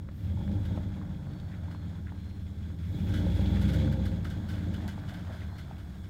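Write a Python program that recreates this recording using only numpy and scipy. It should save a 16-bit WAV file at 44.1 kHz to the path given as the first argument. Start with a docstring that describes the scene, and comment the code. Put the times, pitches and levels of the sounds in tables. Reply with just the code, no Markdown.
"""The uneven burble of a V8 pickup nearing on a forest trail, revved almost at once and again midway.
Puffs from two cylinder banks ring pipe resonances, and turbulent gas noise roughens the upper ones.
Coloured noise makes the fan and engine bay rush and the hiss of air past the throttle plate.
Under the tyres, damped notes knock as stones, ringing chips crunch as gravel and grainy noise scrubs.
Noise bursts rattle the chassis and wavering sines sing in the brakes, over a low rumble of air."""
import sys
import numpy as np
from scipy import signal
from scipy.fft import rfft, irfft
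from scipy.io import wavfile
from scipy.ndimage import uniform_filter1d

SR = 44100
rng = np.random.default_rng(int(sys.argv[2]) if len(sys.argv) > 2 else 0)


def bounce(signal):
    """Save signal as a 16-bit WAV file at the path given by the first command-line argument."""
    frames = np.transpose(np.atleast_2d(signal))
    limited = np.clip(frames, -1, 1)
    pcm = np.round(limited * 32767).astype(np.int16)
    wavfile.write(sys.argv[1], SR, pcm)


N = 268569
TIME = np.arange(N) / SR  # [s]

# slow swell of the exhaust, howl aside, on top of its level laws: (time [s], level [dB])
EXHAUST_SWELL = [(0, 4.5), (.15, 0.5), (.3, 4), (.45, 4.5), (.65, 2.5), (.85, 3), (1.05, 1), (1.5, 0.5),
                 (2.2, 0.1), (2.7, 0.4), (2.98, 2.5), (3.16, 4.5), (3.4, 1.5), (3.85, 0.7), (4.15, 1.2),
                 (4.45, 1), (4.72, 2.5), (5.05, -1.5), (5.5, -0.4), (6.09, -0.5)]


def exhaust(turns, gas_s):
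    """Puffs of somewhat uneven strength boom low; more ragged ones and turbulent gas roughen the upper resonances."""
    left, right = firings(turns, rough_db=3.5, jitter_s=0.00021)
    gas_flow = signal.lfilter([1], [1, -np.exp(-1 / (gas_s * SR))], left + right)
    gas = rms_one(gas_flow * rng.standard_normal(N))
    rough = left + from_db(-3) * gas
    notes = boom(turns) + bark(left, right, gas) + growl(rough) + rasp(rough) + drone(turns)
    return from_db(in_time(EXHAUST_SWELL)[0]) * notes + howl(rough)


# bank of each cylinder in firing order: (bank [0 left, 1 right])
BANKS = [0, 1, 0, 1, 1, 0, 1, 0]
# strength of each cylinder in firing order: (relative level [dB])
CYLINDER_DB = [0.43, -0.2, 0.52, 1, -0.3, -0.19, 0.11, -1.1]
RIGHT_BANK_LEAD_S = .0005


def firings(turns, rough_db, jitter_s):
    """One puff per firing, a row for each bank; the banks take turns unevenly, which makes the burble."""
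    number = np.arange(np.ceil(turns[0]), turns[-1]).astype(int)
    cylinder = number % len(BANKS)
    bank = np.array(BANKS)[cylinder]
    chance = rng.standard_normal((len(number), 2))
    shift_s = jitter_s * chance[:, 0] - bank * RIGHT_BANK_LEAD_S
    at = np.searchsorted(turns, number) + (SR * shift_s).astype(int)
    strength_db = np.array(CYLINDER_DB)[cylinder] + rough_db * np.tanh(chance[:, 1])
    puffs = np.zeros((2, N))
    puffs[bank, np.clip(at, 0, N - 1)] = from_db(strength_db)
    return puffs / puffs.sum(axis=0).std()


# low exhaust pipe resonances: (frequency [Hz], width of each pass [Hz], level [dB],
# drive by the right bank relative to the left [ratio; negative = opposite sign])
BOOM_MODES = [(67.2, 23.4, 0.5, 1.12), (78, 17.6, -3.5, 2.47), (89.5, 25.1, 3, -1.19),
              (98.33, 10.4, 6, 0.19)]
# (level at crawl rate [dB], engine speed [dB/octave], full throttle [dB], nearing [dB/s]), as in every level law
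BOOM_LEVEL = (-14.5, 5.5, 6, 0.2241)


def boom(turns):
    """Puffs with a little chance in strength and timing drive the lowest pipe resonances."""
    left, right = firings(turns, rough_db=2.2, jitter_s=0.00021)
    return loudness(BOOM_LEVEL) * pipes(left, right, BOOM_MODES)


# middle exhaust pipe resonances: (frequency [Hz], width of each pass [Hz], level [dB],
# drive by the right bank relative to the left [ratio; negative = opposite sign])
BARK_MODES = [(127.7, 18, -15.5, 2), (142.4, 15.3, -14.5, 2.1), (165.2, 5.1, 0.8, -0.23),
              (174.1, 14, 2.5, 0.08), (194.35, 13.5, -7, 2.24), (211, 5.4, -5.5, 0.7),
              (229.5, 21, -17, -1.1), (293.4, 23.5, -12.5, 0.12), (337.7, 9.7, -31.5, -2.1)]
# (level at crawl rate [dB], engine speed [dB/octave], full throttle [dB], nearing [dB/s])
BARK_LEVEL = (-12, 11, 3, 0.38)


def bark(left, right, gas):
    """Ragged puffs, with a little gas noise on the left bank, drive the middle pipe resonances."""
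    return loudness(BARK_LEVEL) * pipes(left + from_db(-16.5) * gas, right, BARK_MODES)


# resonances roughened by turbulent gas: (frequency [Hz], width of each pass [Hz], relative level [dB])
GROWL_MODES = [(227, 22, 4.5), (296.2, 20.2, 4), (351.2, 18.5, 0), (408, 21, -4.5), (470, 15, -8.5)]
# (level at crawl rate [dB], engine speed [dB/octave], full throttle [dB], nearing [dB/s])
GROWL_LEVEL = (-56.5, 15, 7, 1.06)


def growl(rough):
    """Left-bank puffs and gas noise ring resonances between the boom and the rasp."""
    return loudness(GROWL_LEVEL) * evened(body(rough, GROWL_MODES))


# upper exhaust pipe resonances: (frequency [Hz], width of each pass [Hz], relative level [dB])
RASP_MODES = [(530, 43, 4), (573, 25, 3), (623, 37, -0.5), (811.4, 38, -1), (888, 85, -5)]
# (level at crawl rate [dB], engine speed [dB/octave], full throttle [dB], nearing [dB/s])
RASP_LEVEL = (-59.5, 21, 3.5, -0.33)


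def rasp(rough):
    """The same puffs and gas noise ring the highest pipe resonances."""
    return loudness(RASP_LEVEL) * evened(body(rough, RASP_MODES))


# tailpipe resonances that the even firing harmonics sweep through: (frequency [Hz], width [Hz], level [dB])
DRONE_MODES = [(137, 10.3, 0.5), (163.8, 12.4, -2), (202.7, 4, 0)]
# (level at crawl rate [dB], engine speed [dB/octave], full throttle [dB], nearing [dB/s])
DRONE_LEVEL = (-41, 14, 0.5, 0)


def drone(turns):
    """Both banks join in the tailpipe; a clean firing harmonic swells as it meets a resonance."""
    rate = in_time(SPEED)[0]
    out = np.zeros(N)
    for order in range(2, 5):
        gain = np.zeros(N)
        for hz, width, db in DRONE_MODES:
            gain += from_db(db) / (1 + (2 * (order * rate - hz) / width) ** 2)
        out += gain * np.cos(2 * np.pi * order * turns)
    return np.sqrt(2) * loudness(DRONE_LEVEL) * out


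# narrow pipe resonance near the top of the rev:
# (time [s], length [s], frequency [Hz], width of each pass [Hz], level at mid-swell [dB])
HOWL = (3.62, 0.6, 526, 30, -52)


def howl(rough):
    """One narrow pipe resonance swells and fades, driven by the puffs and gas noise."""
    s, length, hz, width, db = HOWL
    return from_db(db) * hump(s, length) * evened(body(rough, [(hz, width, 0)]))


# engine speed: (time [s], rate [firings/s])
SPEED = [(0.0, 32.8), (0.15, 33.75), (0.3, 41.95), (0.45, 49.32), (0.58, 51.69), (0.7, 53.31), (0.85, 49.6),
         (1.05, 48.22), (1.25, 46.74), (1.45, 44.65), (1.65, 42.23), (1.95, 40.63), (2.25, 38.6),
         (2.45, 39.19), (2.7, 40.5), (2.88, 41.2), (3.05, 51.72), (3.2, 57.45), (3.4, 64.51), (3.6, 65.06),
         (3.8, 72.4), (3.92, 68.85), (4.05, 63.6), (4.2, 55.3), (4.45, 52.36), (4.7, 52.75), (4.9, 49.87),
         (5.12, 45.15), (5.3, 39.88), (5.5, 37.01), (5.8, 32.55), (6.09, 32.56)]
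START_TURNS = 1.3  # engine phase at the start [firings]


def engine_turns():
    """Summing the firing rate gives the engine's phase, counted in firings."""
    return START_TURNS + np.cumsum(in_time(SPEED)[0]) / SR


# pushes of the throttle: (time [s], time until the lift [s], depth [0-1])
PUSHES = [(.14, 0.57, 0.5), (2.78, 1.04, 0.5), (4.45, 0.25, 0)]
PRESS_S, LIFT_S = 0.16, 0.19


def throttle():
    """Each push is pressed, held and lifted."""
    opening = np.zeros(N)
    for s, held, depth in PUSHES:
        press = (TIME - s) / PRESS_S
        lift = 1 - (TIME - s - held) / LIFT_S
        opening += depth * np.clip(np.minimum(press, lift), 0, 1)
    return opening


CRAWL_RATE = 50  # engine speed at which a level law has no speed gain [firings/s]


def loudness(law):
    """A layer's gain follows engine speed and throttle, and shifts steadily as the truck nears."""
    db, db_per_octave, throttle_db, db_per_s = law
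    octaves = np.log2(in_time(SPEED)[0] / CRAWL_RATE)
    return from_db(db + db_per_octave * octaves + throttle_db * throttle() + db_per_s * TIME)


# engine bay resonances: (frequency [Hz], width of each pass [Hz], relative level [dB])
BAY_MODES = [(1519, 320, 1), (1989, 98, -2.5), (2084, 170, -4.5), (3015, 72, -2.5), (3397, 480, -7),
             (4250, 220, -12), (4960, 620, -15)]
# colour of the fan and valve-train whirr: (frequency [Hz], relative density [dB per Hz])
WHIRR = [(450, 4), (800, -3), (1150, -6.5), (1600, -8.5), (2100, -7), (2620, -21.5), (3050, -8),
         (3500, -6.5), (3900, -12.5), (4400, -11.5), (5500, -31), (6500, -13)]
# colour of the high hiss: (frequency [Hz], relative density [dB per Hz])
HISS = [(3240, -19), (5500, 3.5), (5980, -9), (6830, -2.5), (7490, -4.5), (8860, -2), (10300, -10.5),
        (12100, -4.5), (15800, -4)]
# air drawn past the open throttle: (frequency [Hz], width of each pass [Hz], relative level [dB])
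INTAKE_MODES = [(3320, 620, 3), (2130, 700, -2.5)]
# each level: (level at crawl rate [dB], engine speed [dB/octave], full throttle [dB], nearing [dB/s])
WHIRR_LEVEL = (-62.5, 9, 4.5, 1)
INTAKE_LEVEL = (-79, 13, 25, 1.4)
HISS_LEVEL = (-75, 3, 6.5, 0.84)


def engine_bay(turns, pulsing, ring_db, flutter_db):
    """Whirr and intake air pulse with the firings, coloured by the metal around them; the hiss is steadier."""
    pulse = (1 + pulsing * np.cos(2 * np.pi * turns)) * from_db(flutter_db * drift(25))
    metal = rms_one(body(rng.standard_normal(N), BAY_MODES))
    whirr = rms_one(noise(WHIRR) + from_db(ring_db) * metal)
    intake = rms_one(body(rng.standard_normal(N), INTAKE_MODES))
    pulsed = (loudness(WHIRR_LEVEL) * whirr + loudness(INTAKE_LEVEL) * intake) * pulse
    return pulsed + loudness(HISS_LEVEL) * noise(HISS)


def underbody(x, wet_db, decay_s, size=2048):
    """Many short paths between frame and ground carve a fine, steady pattern into the spectrum."""
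    paths = rng.standard_normal(size) * np.exp(-TIME[:size] / decay_s)
    wet = from_db(wet_db)
    reflected = signal.fftconvolve(x, paths / np.linalg.norm(paths))[:N]
    return (x + wet * reflected) / np.hypot(1, wet)


# air hissing past the throttle plate: (time [s], length [s], level at mid-swell [dB])
GASPS = [(0.1, 0.22, -72), (2.76, 0.5, -72), (3.15, 0.6, -73)]
# colour of that hiss: (frequency [Hz], relative density [dB per Hz])
GASP_COLOUR = [(5000, 0), (9000, -3), (10500, -5), (12500, 4), (15500, 7)]


def gasps():
    """Air past the throttle plate makes a thin noise that swells and fades."""
    swell = sum(from_db(db) * hump(s, length) for s, length, db in GASPS)
    return swell * noise(GASP_COLOUR)


# stones popping under the tyres: (time [s], direct peak level [dB], pitch [Hz], decay [cycles])
KNOCKS = [(0.088, -40, 1300, 0.9), (0.088, -44.5, 570, 2), (0.372, -43, 878, 4.9), (.4121, -42, 880, 2.5),
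          (0.478, -40.5, 1610, 1.5), (0.775, -30.5, 637, 1), (0.779, -40, 1060, 0.8), (.785, -41, 610, 1.7),
          (1.015, -40, 1130, 1.04), (1.399, -49, 3700, 3.3), (1.6818, -44, 900, 1.5),
          (1.712, -42, 1470, 1.6), (1.748, -39.5, 1050, 1.1), (2.121, -39.5, 920, 0.91),
          (3.2649, -31, 536, 3.9), (3.3927, -33, 552, 2.2), (3.458, -39, 810, 1.7),
          (3.878, -37.5, 1471, 2.8), (4.248, -40, 1290, 0.85), (4.8284, -42, 725, 1.2),
          (4.979, -35, 860, 0.99), (5.418, -40, 1950, 5), (5.7105, -37, 805, 2)]
GRIT_PER_S = 71  # at looseness 1


def stones(grit_db, spread_db):
    """Loose stones pop, and small grit ticks at random under the tread, harder as the truck pulls."""
    out, pull = np.zeros(N), loudness(WHIRR_LEVEL)
    for s, db, hz, cycles in KNOCKS:
        add(out, s, from_db(db) * knock(hz, cycles))
    born = np.flatnonzero(rng.random(N) < GRIT_PER_S * looseness() / SR)
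    for at, (pitch, size) in zip(born, rng.random((len(born), 2))):
        gain = pull[at] * from_db(grit_db + spread_db * size ** 2)
        add(out, at / SR, gain * knock(650 * 4 ** pitch, cycles=0.81))
    return out


def knock(hz, cycles, size=4000):
    """A stone tips against its bed: a damped note with a brief higher partial and a crunch of grit."""
    t = np.arange(size) / SR
    fade = np.exp(-t * hz / cycles)
    note = fade * np.sin(2 * np.pi * hz * t)
    partial = 0.59 * fade ** 2 * np.sin(2 * np.pi * hz * 1.61 * t)
    grit = resonate(resonate(rng.standard_normal(size), hz, 2.0 * hz), hz, 2.0 * hz)
    tap = note + partial + from_db(-16.5) * rms_one(grit) * np.exp(-t / 0.0031)
    tap = tap * (1 - np.exp(-t / 0.0005))  # soft contact
    tap = signal.sosfilt(signal.butter(2, min(1.3 * hz, SR / 3), fs=SR, output="sos"), tap)
    return tap / np.abs(tap).max()


# stretches of loose ground under the tyres: (middle time [s], half length [s], looseness [0-1])
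LOOSE_GROUND = [(1.204, 0.99, .42), (5.087, 0.98, 0.7)]


def looseness():
    """The tyres roll into each loose stretch and out again."""
    return sum(loose * np.exp(-((TIME - s) / half) ** 2) for s, half, loose in LOOSE_GROUND)


# gravel giving way: (level at crawl rate [dB], engine speed [dB/octave], full throttle [dB], nearing [dB/s])
CRUNCH_LEVEL = (-69, 8.5, 10.5, 0.99)
CRUSHES_PER_S, CRUSH_S = 22, .012  # mean rate, decay time
CHIPS_PER_S = 2500  # at the full strength of a crush, over a thin steady trickle


def crunch(spread_db, cycles, low_hz, high_hz, count=14):
    """Gravel gives way under the driven tyres in little crushes, each a shower of chips of many pitches."""
    crushes = (rng.random(N) < CRUSHES_PER_S / SR) * 1.0
    shower = signal.lfilter([1], [1, -np.exp(-1 / (CRUSH_S * SR))], crushes + 1e-18)
    shower = np.minimum(shower, 1)
    hits = rng.random(N) < CHIPS_PER_S * (shower + .08) / SR
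    chips = hits * from_db(spread_db * rng.uniform(-0.65, 1, N)) * rng.choice([-1, 1], N)
    dealt = rng.integers(0, count, N)  # which pitch each chip gets
    rings = np.zeros(N)
    for k, hz in enumerate(np.geomspace(low_hz, high_hz, count)):
        rings += resonate(chips * (dealt == k), hz, hz / cycles) / hz
    return loudness(CRUNCH_LEVEL) * rms_one(rings)


# colour of tread scrubbing on rock: (frequency [Hz], relative density [dB per Hz])
SCRUB = [(480, -8), (620, 3), (850, -2), (1200, -8), (1600, -4), (2200, -18)]


def scrub(level_db, clump_db):
    """The tread slips over rock in uneven clumps, louder where the ground is loose."""
    clumps = rms_one(from_db(clump_db * (np.tanh(drift(25)) + np.tanh(drift(300)))))
    return from_db(level_db) * looseness() * clumps * noise(SCRUB)


# tread crunching over a rock edge: (time [s], length [s], level before fades [dB], centre [Hz])
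SCUFFS = [(0.371, 0.094, -67, 870), (1.505, 0.061, -59, 1670), (2.06, 0.042, -55, 1470),
          (3.457, 0.014, -49, 3300), (4.251, 0.01, -46, 1310), (4.825, 0.072, -52, 744),
          (5.289, 0.064, -56, 570), (5.405, 0.038, -57, 1830)]


def scuffs(width_share, grain_db):
    """Each scuff is a short, grainy run of slips, coloured around one pitch."""
    out = np.zeros(N)
    for s, length, db, hz in SCUFFS:
        size = int(max(length, .005) * SR)
        white, grain = rng.standard_normal((2, SR // 4))[:, :size]
        slips = white * from_db(grain_db * np.repeat(np.tanh(grain), 64)[:size])  # 64-sample grains
        width = width_share * hz
        coloured = rms_one(resonate(resonate(slips, hz, width), hz, width))
        add(out, s, from_db(db) * signal.windows.tukey(size) * coloured)
    return out


# chassis rattles: (time [s], relative crack level [dB], decay time [s])
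RATTLES = [(0.653, -58.5, 0.017), (1.71, -64, 0.036), (3.086, -60.5, 0.099), (3.137, -56, 0.076),
           (3.348, -59, 0.039), (3.613, -52, 0.038), (3.681, -56, 0.051), (3.735, -49, 0.019),
           (3.786, -59, 0.012), (3.926, -54, 0.014), (4.054, -52, 0.024), (4.245, -54.5, 0.03),
           (4.302, -58, 0.032), (4.487, -55.5, 0.071), (4.739, -56.5, 0.03), (4.879, -51, 0.026),
           (5.086, -56, 0.029), (5.139, -63, 0.055), (5.323, -63, 0.087), (5.582, -56.5, 0.026),
           (5.781, -67, 0.043), (6.038, -67, 0.025)]
# colour of the crack: (frequency [Hz], relative density [dB per Hz])
CRACK = [(2000, 12.6), (4000, 19), (5500, 13.6), (7000, 13), (9000, 9.4), (10500, 5.8), (12500, 9),
         (15500, 6.1)]
FRAME_DB, FRAME_FOLLOWS = -12, 0.66  # frame ring under a 0 dB crack [dB]; its change [dB per dB of crack]


def rattles(tick_db, grain_db, chatter_db, chatter_per_s):
    """Metal contacts: a first tick, a bright crack with sharp chatter in it and a ring of the frame."""
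    crack, ring = np.zeros(N), np.zeros(N)
    t = TIME[:SR // 4]
    for s, peak_db, length in RATTLES:
        fade = (1 - np.exp(-t / 0.0012)) * np.exp(-t / max(length, .003))
        tick = from_db(tick_db) * np.exp(-t / 0.00025)
        add(crack, s, from_db(peak_db) * (fade + tick))
        add(ring, s, from_db(FRAME_DB + FRAME_FOLLOWS * peak_db) * fade)
    grains = rms_one(from_db(grain_db * np.minimum(drift(2300), 2)))
    clicks = (rng.random(N) < chatter_per_s / SR) * rng.uniform(-0.44, 1, N)
    chatter = rms_one(resonate(clicks, 12000, 9000))
    bright = from_db(-1.5) * grains * noise(CRACK) + from_db(chatter_db) * chatter
    frame = rms_one(body(rng.standard_normal(N), BAY_MODES))
    return crack * bright + ring * frame


# reflections from ground and trunks: (delay [s], level [dB])
ECHOES = [(.011, -15), (.029, -20), (.047, -22), (.083, -26)]


def forest(x):
    """Ground and trunks return a few dull echoes."""
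    dull = signal.sosfilt(signal.butter(1, 4000, fs=SR, output="sos"), x)
    return x + sum(from_db(db) * np.interp(TIME - delay, TIME, dull, left=0) for delay, db in ECHOES)


# brake squeals, before their waver:
# (time [s], length [s], starting pitch [Hz], settled pitch [Hz], level at mid-swell [dB])
SQUEALS = [(1.184, 0.4, 4370, 4460, -71.5), (1.655, .24, 4200, 4220, -69), (2.081, 0.4, 4080, 4200, -69.5),
           (3.506, 0.89, 4220, 4330, -74), (4.38, 0.43, 4360, 4460, -73), (5.442, 0.24, 4120, 4230, -66)]


def brakes():
    """Each squeal is a faint sine that glides to a settled pitch, wavering in pitch and level."""
    out = np.zeros(N)
    for s, length, start_hz, settled_hz, db in SQUEALS:
        progress = np.clip((TIME - s) / length, 0, 1)
        swell = hump(s, length) * from_db(1.2 * drift(30))
        glide = settled_hz + (start_hz - settled_hz) * (1 - progress) ** 3
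        hz = glide + 4 * drift(30) + 18 * drift(400)
        out += from_db(db) * swell * np.sin(2 * np.pi * np.cumsum(hz) / SR)
    return out


def air():
    """A steady low rumble of air lies behind everything, as noise weighted to the bass."""
    return from_db(-49.0) * noise([(20, -3.0), (45, 2.5), (200, -4.0), (600, -27.5), (1500, -34.0)])


def from_db(db):
    """Decibels to gain."""
    return 10 ** (np.asarray(db) / 20)


def rms_one(x):
    """Scale to unit rms."""
    return x / np.sqrt(np.mean(x ** 2) + 1e-20)


def in_time(rows):
    """Each column of a curve at every sample."""
    s, *columns = np.transpose(rows)
    return [np.interp(TIME, s, c) for c in columns]


def hump(s, length):
    """Half-sine swell from 0 to 1 and back."""
    return np.sin(np.pi * np.clip((TIME - s) / length, 0, 1))


def evened(x, size=9000):
    """Take out the slow level and keep the throb."""
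    power = uniform_filter1d(uniform_filter1d(x * x, size), size)
    return x / np.sqrt(power + 1e-20)


def drift(rate):
    """Random wander of unit rms, with the given number of knots per second."""
    knots = np.arange(0, TIME[-1] + 1, 1 / rate)
    return rms_one(np.interp(TIME, knots, rng.standard_normal(len(knots))))


def resonate(x, hz, width):
    """One resonance of gain 1."""
    r = np.exp(-np.pi * width / SR)
    poles = [1, -2 * r * np.cos(2 * np.pi * hz / SR), r * r]
    return signal.lfilter(np.array([1, 0, -1]) * (1 - r * r) / 2, poles, x + 1e-18)


def body(x, modes, size=4000):
    """Parallel resonances, already ringing at the start, each applied twice for dark valleys."""
    x = np.pad(x, (size, 0), "reflect")
    rings = sum(from_db(db) * resonate(resonate(x, hz, width), hz, width) for hz, width, db in modes)
    return rings[size:]


def pipes(left, right, modes):
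    """Each bank drives each pipe resonance with its own strength and sign."""
    return sum(body(left + drive * right, [(hz, width, db)]) for hz, width, db, drive in modes)


def noise(spectrum):
    """Steady noise of a given colour and unit rms, falling steeply outside it."""
    hz, db = np.transpose(spectrum)
    f = np.maximum(np.arange(N // 2 + 1) * SR / N, 1)
    skirts = 1 / np.sqrt((1 + (hz[0] / f) ** 8) * (1 + (f / hz[-1]) ** 16))
    colour = from_db(np.interp(np.log(f), np.log(hz), db))
    return rms_one(irfft(rfft(rng.standard_normal(N)) * skirts * colour, N))


def add(track, s, sound):
    """Mix a sound in at a time."""
    start = int(np.clip(s * SR, 0, N - 1))
    track[start:start + len(sound)] += sound[:N - start]


def scene():
    """The truck nears on the trail, its tyres and brakes over a low rumble of air."""
    turns = engine_turns()
    bay = engine_bay(turns, pulsing=0.06, ring_db=-6.5, flutter_db=1.25)
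    bay = underbody(bay, wet_db=-8, decay_s=.012)
    contacts = stones(grit_db=6, spread_db=8)
    contacts += crunch(spread_db=2, cycles=4.1, low_hz=1300, high_hz=4150)
    contacts += scrub(level_db=-53.0, clump_db=4.5)
    contacts += scuffs(width_share=0.49, grain_db=8)
    contacts += rattles(tick_db=9.0, grain_db=-3.0, chatter_db=-13.5, chatter_per_s=460)
    return (exhaust(turns, gas_s=0.017) + bay + gasps() + forest(contacts) + brakes() + air())[None]


CUTOFF_HZ = 15800


def record(dry):
    """The single microphone channel loses its top steeply above the cutoff."""
    return signal.sosfilt(signal.ellip(10, .1, 80, CUTOFF_HZ, fs=SR, output="sos"), dry)


dry = scene()
out = record(dry)
bounce(out)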